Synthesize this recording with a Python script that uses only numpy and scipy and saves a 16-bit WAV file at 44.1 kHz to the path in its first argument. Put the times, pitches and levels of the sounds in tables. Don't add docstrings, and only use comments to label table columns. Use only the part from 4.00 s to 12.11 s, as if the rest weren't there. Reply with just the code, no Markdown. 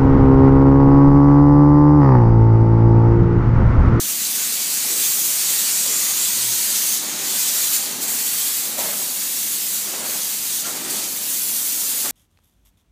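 import sys
import numpy as np
from scipy import signal
from scipy.fft import rfft, irfft
from scipy.io import wavfile
from scipy.ndimage import uniform_filter1d, map_coordinates

SR = 44100
rng = np.random.default_rng(int(sys.argv[2]) if len(sys.argv) > 2 else 0)


def dump_mix(stems):
    frames = np.atleast_2d(stems).T
    limited = np.clip(frames, -1, 1)
    pcm = np.round(limited * 32767).astype(np.int16)
    wavfile.write(sys.argv[1], SR, pcm)


N = 357640
TIME = np.arange(N) / SR

# f/Hz, relative density/dB per Hz
ENGINE_RUMBLE = [(20, -42), (45, -12), (75, -24), (100, -8.5), (125, 0.5), (150, -9), (190, 10.5),
                 (280, -10), (400, 3), (900, -19.5)]
# multiple of the cycle, level/dB rms
ENGINE_ORDERS = [(10, -64.5), (11, -64.5), (13, -63), (14, -65), (15, -67), (16, -60), (17, -59.5),
                 (18, -69), (19, -60.5), (20, -70), (21, -63), (22, -64), (24, -59.5), (25, -65),
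                 (28, -63.5), (29, -73), (36, -63.5), (37, -66.5)]
# t/s, thud level/dB, knock f/Hz, knock level/dB, grit level/dB
BOOT_STEPS = [(.848, -34.5, 850, -32, -45), (.893, -43, 330, -34, -45), (1.862, -43, 566, -30, -15),
              (1.88, -40, 248, -31, -45)]
# f/Hz, relative density/dB per Hz
BOOT_THUD = [(30, -50), (80, -28), (150, -15), (300, 2), (550, -6.5), (900, -14), (2500, -27)]
# centre t/s, length/s, f/Hz, width/Hz, level/dB
HOLLOW_SWELLS = [(1.2, 0.47, 140, 28, -52), (2.02, .35, 1220, 210, -46), (2.4, 0.51, 955, 45, -50),
                 (2.47, 0.26, 122, 8, -52), (3.147, 0.27, 307, 240, -43.5), (3.963, 0.54, 266, 60, -47.5),
                 (4.8, 0.045, 955, 60, -37), (4.792, 0.034, 630, 260, -32), (4.89, 0.17, 580, 150, -39),
                 (6.043, 0.14, 418, 490, -42), (6.666, 0.089, 1380, 110, -42), (6.883, 0.39, 330, 210, -43)]
# f/Hz, relative density/dB per Hz
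IMPACT_SPECTRUM = [(30, -66), (90, -14.5), (170, -5.5), (250, 1.5), (340, 0.5), (420, -2), (600, -1),
                   (800, -1.5), (1400, -6.5), (2200, -7.5), (4000, -14.5), (9000, -40)]
# t/s, attack/s, length/s, relative level/dB
IMPACT_ROARS = [(2.976, 0.065, 0.31, -37.5), (3.752, 0.06, 0.35, -38.5), (4.59, 0.074, 0.16, -38.5),
                (4.768, 0.015, 0.1, -33), (5.772, 0.14, 0.34, -35.5), (6.613, 0.035, 0.36, -36),
                (8.029, 0.022, 0.04, -32.5)]
# f/Hz, relative density/dB per Hz
NOZZLE_SPECTRUM = [(40, -70), (300, -35.5), (1000, -17.5), (1700, -13.5), (2500, -10), (3200, -8),
                   (3900, -6), (4600, -4), (5200, -6), (6100, -2), (7000, -0.5), (8300, -1), (9600, -4),
                   (11500, -5), (15000, -3.5)]
# t/s, relative hiss level/dB, body control/dB, fizz control/dB (both controls weighted by pitch)
GUN_SWING = [(0.14, -22.5, 2, 1), (0.45, -22, 4, 0.7), (0.9, -21, 0.5, 0.1), (1.1, -19, -2, 2),
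             (1.5, -19, -1.5, 0), (1.95, -19.5, -2.2, -1.0), (2.4, -20, 0.3, 0.1), (2.85, -20, 1, 0.6),
             (3.5, -20, 1.8, 0.5), (4.2, -21.5, 2, 2.5), (4.5, -21.5, 3.5, 2.3), (5.0, -24, 0.5, 2.5),
             (5.45, -23, 1.5, 2.5), (6.25, -24, 1, 1.7), (6.95, -24, 3, 0.5), (7.18, -22.5, -1, 3),
             (7.45, -21.5, -3.5, 3.5), (8.0, -21, -2.8, 2.5)]
# t/s, f/Hz, lift control/dB
PLUME_PEAK = [(0, 7500, .5), (1.05, 8300, 1), (1.2, 6600, 3), (1.45, 7500, 0.3), (1.75, 8100, 1),
              (2.1, 6500, 5.5), (2.2, 7200, 6), (2.3, 7800, -2), (2.55, 6350, 1), (2.92, 6360, 5),
              (3.4, 7000, -1.5), (3.7, 7060, 3), (4.3, 7900, 1), (6.75, 7200, -1.5), (7.4, 9000, 1)]
# t/s, length/s, first drop/dB, further sag/dB, recovery/s
NOZZLE_DIPS = [(2.962, 0.22, 5, 3, 0.17), (3.772, 0.23, 1, 7.5, 0.029), (4.04, 0.033, 4, 1.5, 0.01),
               (4.572, 0.2, 0.5, 4, 0.029), (5.777, 0.27, 0.5, 4.5, 0.02), (6.598, 0.28, 2.5, 2.2, 0.03),
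               (6.99, 0.22, 1.5, 1.5, 0.1), (8.01, 0.12, 0.5, 3.5, 0.05)]
# f/Hz, share
DIP_SHADING = [(1500, 0.54), (3500, 0.53), (7000, 0.71), (12000, 1.17)]
# centre t/s, length/s, lift/dB
PRESSURE_SPURTS = [(0.38, 0.08, 0.5), (1.05, 0.089, 1.6), (2.93, 0.061, 0), (3.64, 0.073, 1.2),
                   (3.746, 0.06, 2.5), (4.332, 0.063, 0.9), (5.754, 0.06, 1.4), (6.553, 0.12, 1.3),
                   (6.95, 0.07, 0)]


def gain_of(db):
    return 10 ** (np.asarray(db) / 20)


def evened(x):
    return x / np.sqrt(np.mean(x ** 2) + 1e-20)


def read(points, hz):
    f, values = np.transpose(points)
    return np.interp(np.log(hz + 1), np.log(f + 1), values)


def curves(rows, t):
    s, *columns = np.transpose(rows)
    return [np.interp(t, s, column) for column in columns]


def coloured(x, points):
    hz = np.fft.rfftfreq(N, 1 / SR)
    return evened(irfft(rfft(x) * gain_of(read(points, hz)), N))


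def ringing(hz, width_hz):
    f = np.fft.rfftfreq(N, 1 / SR)
    resonance = 1 / (1 + ((f - hz) / width_hz * 2) ** 4)
    return evened(irfft(rfft(rng.standard_normal(N)) * resonance, N))


def reflected(x, paths_ms, strength, sway_ms):
    out = x.copy()
    for ms in paths_ms:
        delay = (ms + sway_ms * ringing(0, 1.5)) * SR / 1000
        out += strength * map_coordinates(x, [np.arange(N) - delay], order=3, mode="wrap")
    return evened(out)


def machine(cycle_hz=12.57, rumble_db=-54, speed_drift=0.001955, fading_db=3.5):
    turns = np.cumsum(cycle_hz * (1 + speed_drift * ringing(0, 1.76))) / SR
    out = gain_of(rumble_db) * coloured(rng.standard_normal(N), ENGINE_RUMBLE)
    knots = np.arange(0, TIME[-1] + 1, 0.5)
    for order, db in ENGINE_ORDERS:
        fade = np.interp(TIME, knots, rng.standard_normal(len(knots)))
        tone = np.sqrt(2) * np.sin(2 * np.pi * (order * turns + rng.random()))
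        out += gain_of(db + fading_db * fade) * tone
    return out


def boots(rise_s=0.016, room_t60_s=0.63, knock_t60_s=0.045, grit_t60_s=0.02, lowest_hz=170):
    out = np.zeros(N)
    thud = coloured(rng.standard_normal(N), BOOT_THUD)
    grit = coloured(rng.standard_normal(N), NOZZLE_SPECTRUM)
    for s, thud_db, knock_hz, knock_db, grit_db in BOOT_STEPS:
        age = np.maximum(TIME - s, 0)
        fall = -np.log(1000) * age
        out += gain_of(thud_db) * thud * (1 - np.exp(-age / rise_s)) * np.exp(fall / room_t60_s)
        out += gain_of(knock_db) * np.sin(2 * np.pi * knock_hz * age) * np.exp(fall / knock_t60_s)
        out += gain_of(grit_db) * grit * (age > 0) * np.exp(fall / grit_t60_s)
    return signal.sosfilt(signal.butter(3, lowest_hz, "highpass", fs=SR, output="sos"), out)


def hollows():
    out = np.zeros(N)
    for s, length, hz, width_hz, db in HOLLOW_SWELLS:
        swell = np.exp(-(2 * (TIME - s) / length) ** 2)
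        out += gain_of(db) * ringing(hz, width_hz) * swell
    return out


def roar_level(wash_db=-22.5, release_s=0.21):
    power = gain_of(curves(GUN_SWING, TIME)[0] + wash_db) ** 2
    for s, attack, length, db in IMPACT_ROARS:
        rise = np.clip((TIME - s) / attack, 0, 1)
        decay = np.exp(-np.maximum(TIME - s - length, 0) / release_s)
        power += (gain_of(db) * rise * decay) ** 2
    return 10 * np.log10(power)


def impact(level_db=-1.5, split_hz=1200, brightening=0.34, buffet_db=0.8):
    roar_db = roar_level()
    roar = coloured(rng.standard_normal(N), IMPACT_SPECTRUM)
    roar = reflected(roar, paths_ms=[5, 13, 23], strength=0.14, sway_ms=0.45)
    low = signal.sosfiltfilt(signal.butter(2, split_hz, fs=SR, output="sos"), roar)
    high = roar - low
    roar = low + high * gain_of(brightening * (roar_db - roar_db.mean()))
    return roar * gain_of(roar_db + level_db + buffet_db * ringing(0, 56))


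def dips(t, onset_s=0.033):
    lost_db = 0
    for s, length, drop_db, sag_db, recovery in NOZZLE_DIPS:
        depth_db = drop_db + sag_db * np.clip((t - s) / length, 0, 1)
        onset = np.clip((t - s) / onset_s, 0, 1)
        lost_db = lost_db + depth_db * onset * np.clip(1 - (t - s - length) / recovery, 0, 1)
    return lost_db


def spurts(t):
    return sum(db * np.exp(-(2 * (t - s) / length) ** 2) for s, length, db in PRESSURE_SPURTS)


def plume_peak(hz, t, width_hz=450):
    peak_hz, peak_db = curves(PLUME_PEAK, t)
    offset = (hz[:, None] - peak_hz) / width_hz
    return peak_db * (np.exp(-offset ** 2) - 0.27 * np.exp(-(offset / 3.5) ** 2))


def spattering_jet(spatter=0.21, drops_per_s=1500, drop_spread_db=4):
    sizes = gain_of(drop_spread_db * np.minimum(rng.exponential(1, N), 4))
    drops = sizes * (rng.random(N) < drops_per_s / SR)
    return rng.standard_normal(N) + spatter * evened(drops * rng.choice([-1, 1], N))


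def nozzle(level_db=2, flutter_db=0.45, flutter_hz=50, patchy_db=1.01):
    jet = coloured(spattering_jet(), NOZZLE_SPECTRUM)
    jet = reflected(jet, paths_ms=[2.3, 5.1, 8.3, 13, 19, 27], strength=0.15, sway_ms=0.3045)
    hz, t, z = signal.stft(jet, SR, nperseg=512, noverlap=384)
    swing_db, body_db, fizz_db = curves(GUN_SWING, t)
    flow = swing_db + spurts(t) - read(DIP_SHADING, hz)[:, None] * dips(t)
    body = read([(4200, 0.41), (6300, 0.11)], hz)[:, None] * body_db
    fizz = read([(8000, -0.53), (10200, 0.56)], hz)[:, None] * fizz_db
    eddies = uniform_filter1d(rng.standard_normal(z.shape), size=7, axis=0)
    eddies = evened(uniform_filter1d(eddies, size=24, axis=1))
    shape_db = flow + body + fizz + plume_peak(hz, t) + patchy_db * eddies
    jet = signal.istft(z * gain_of(shape_db), SR, nperseg=512, noverlap=384)[1][:N]
    return jet * gain_of(level_db + flutter_db * ringing(0, flutter_hz))


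def scene():
    mono = machine() + boots() + hollows() + impact() + nozzle()
    return np.array([mono, mono])


def record(dry, edge_hz=15270):
    band_limit = signal.firwin(1023, edge_hz, window=("kaiser", 9), fs=SR)
    return signal.oaconvolve(dry, band_limit[None], "same")


dry = scene()
out = record(dry)
dump_mix(out)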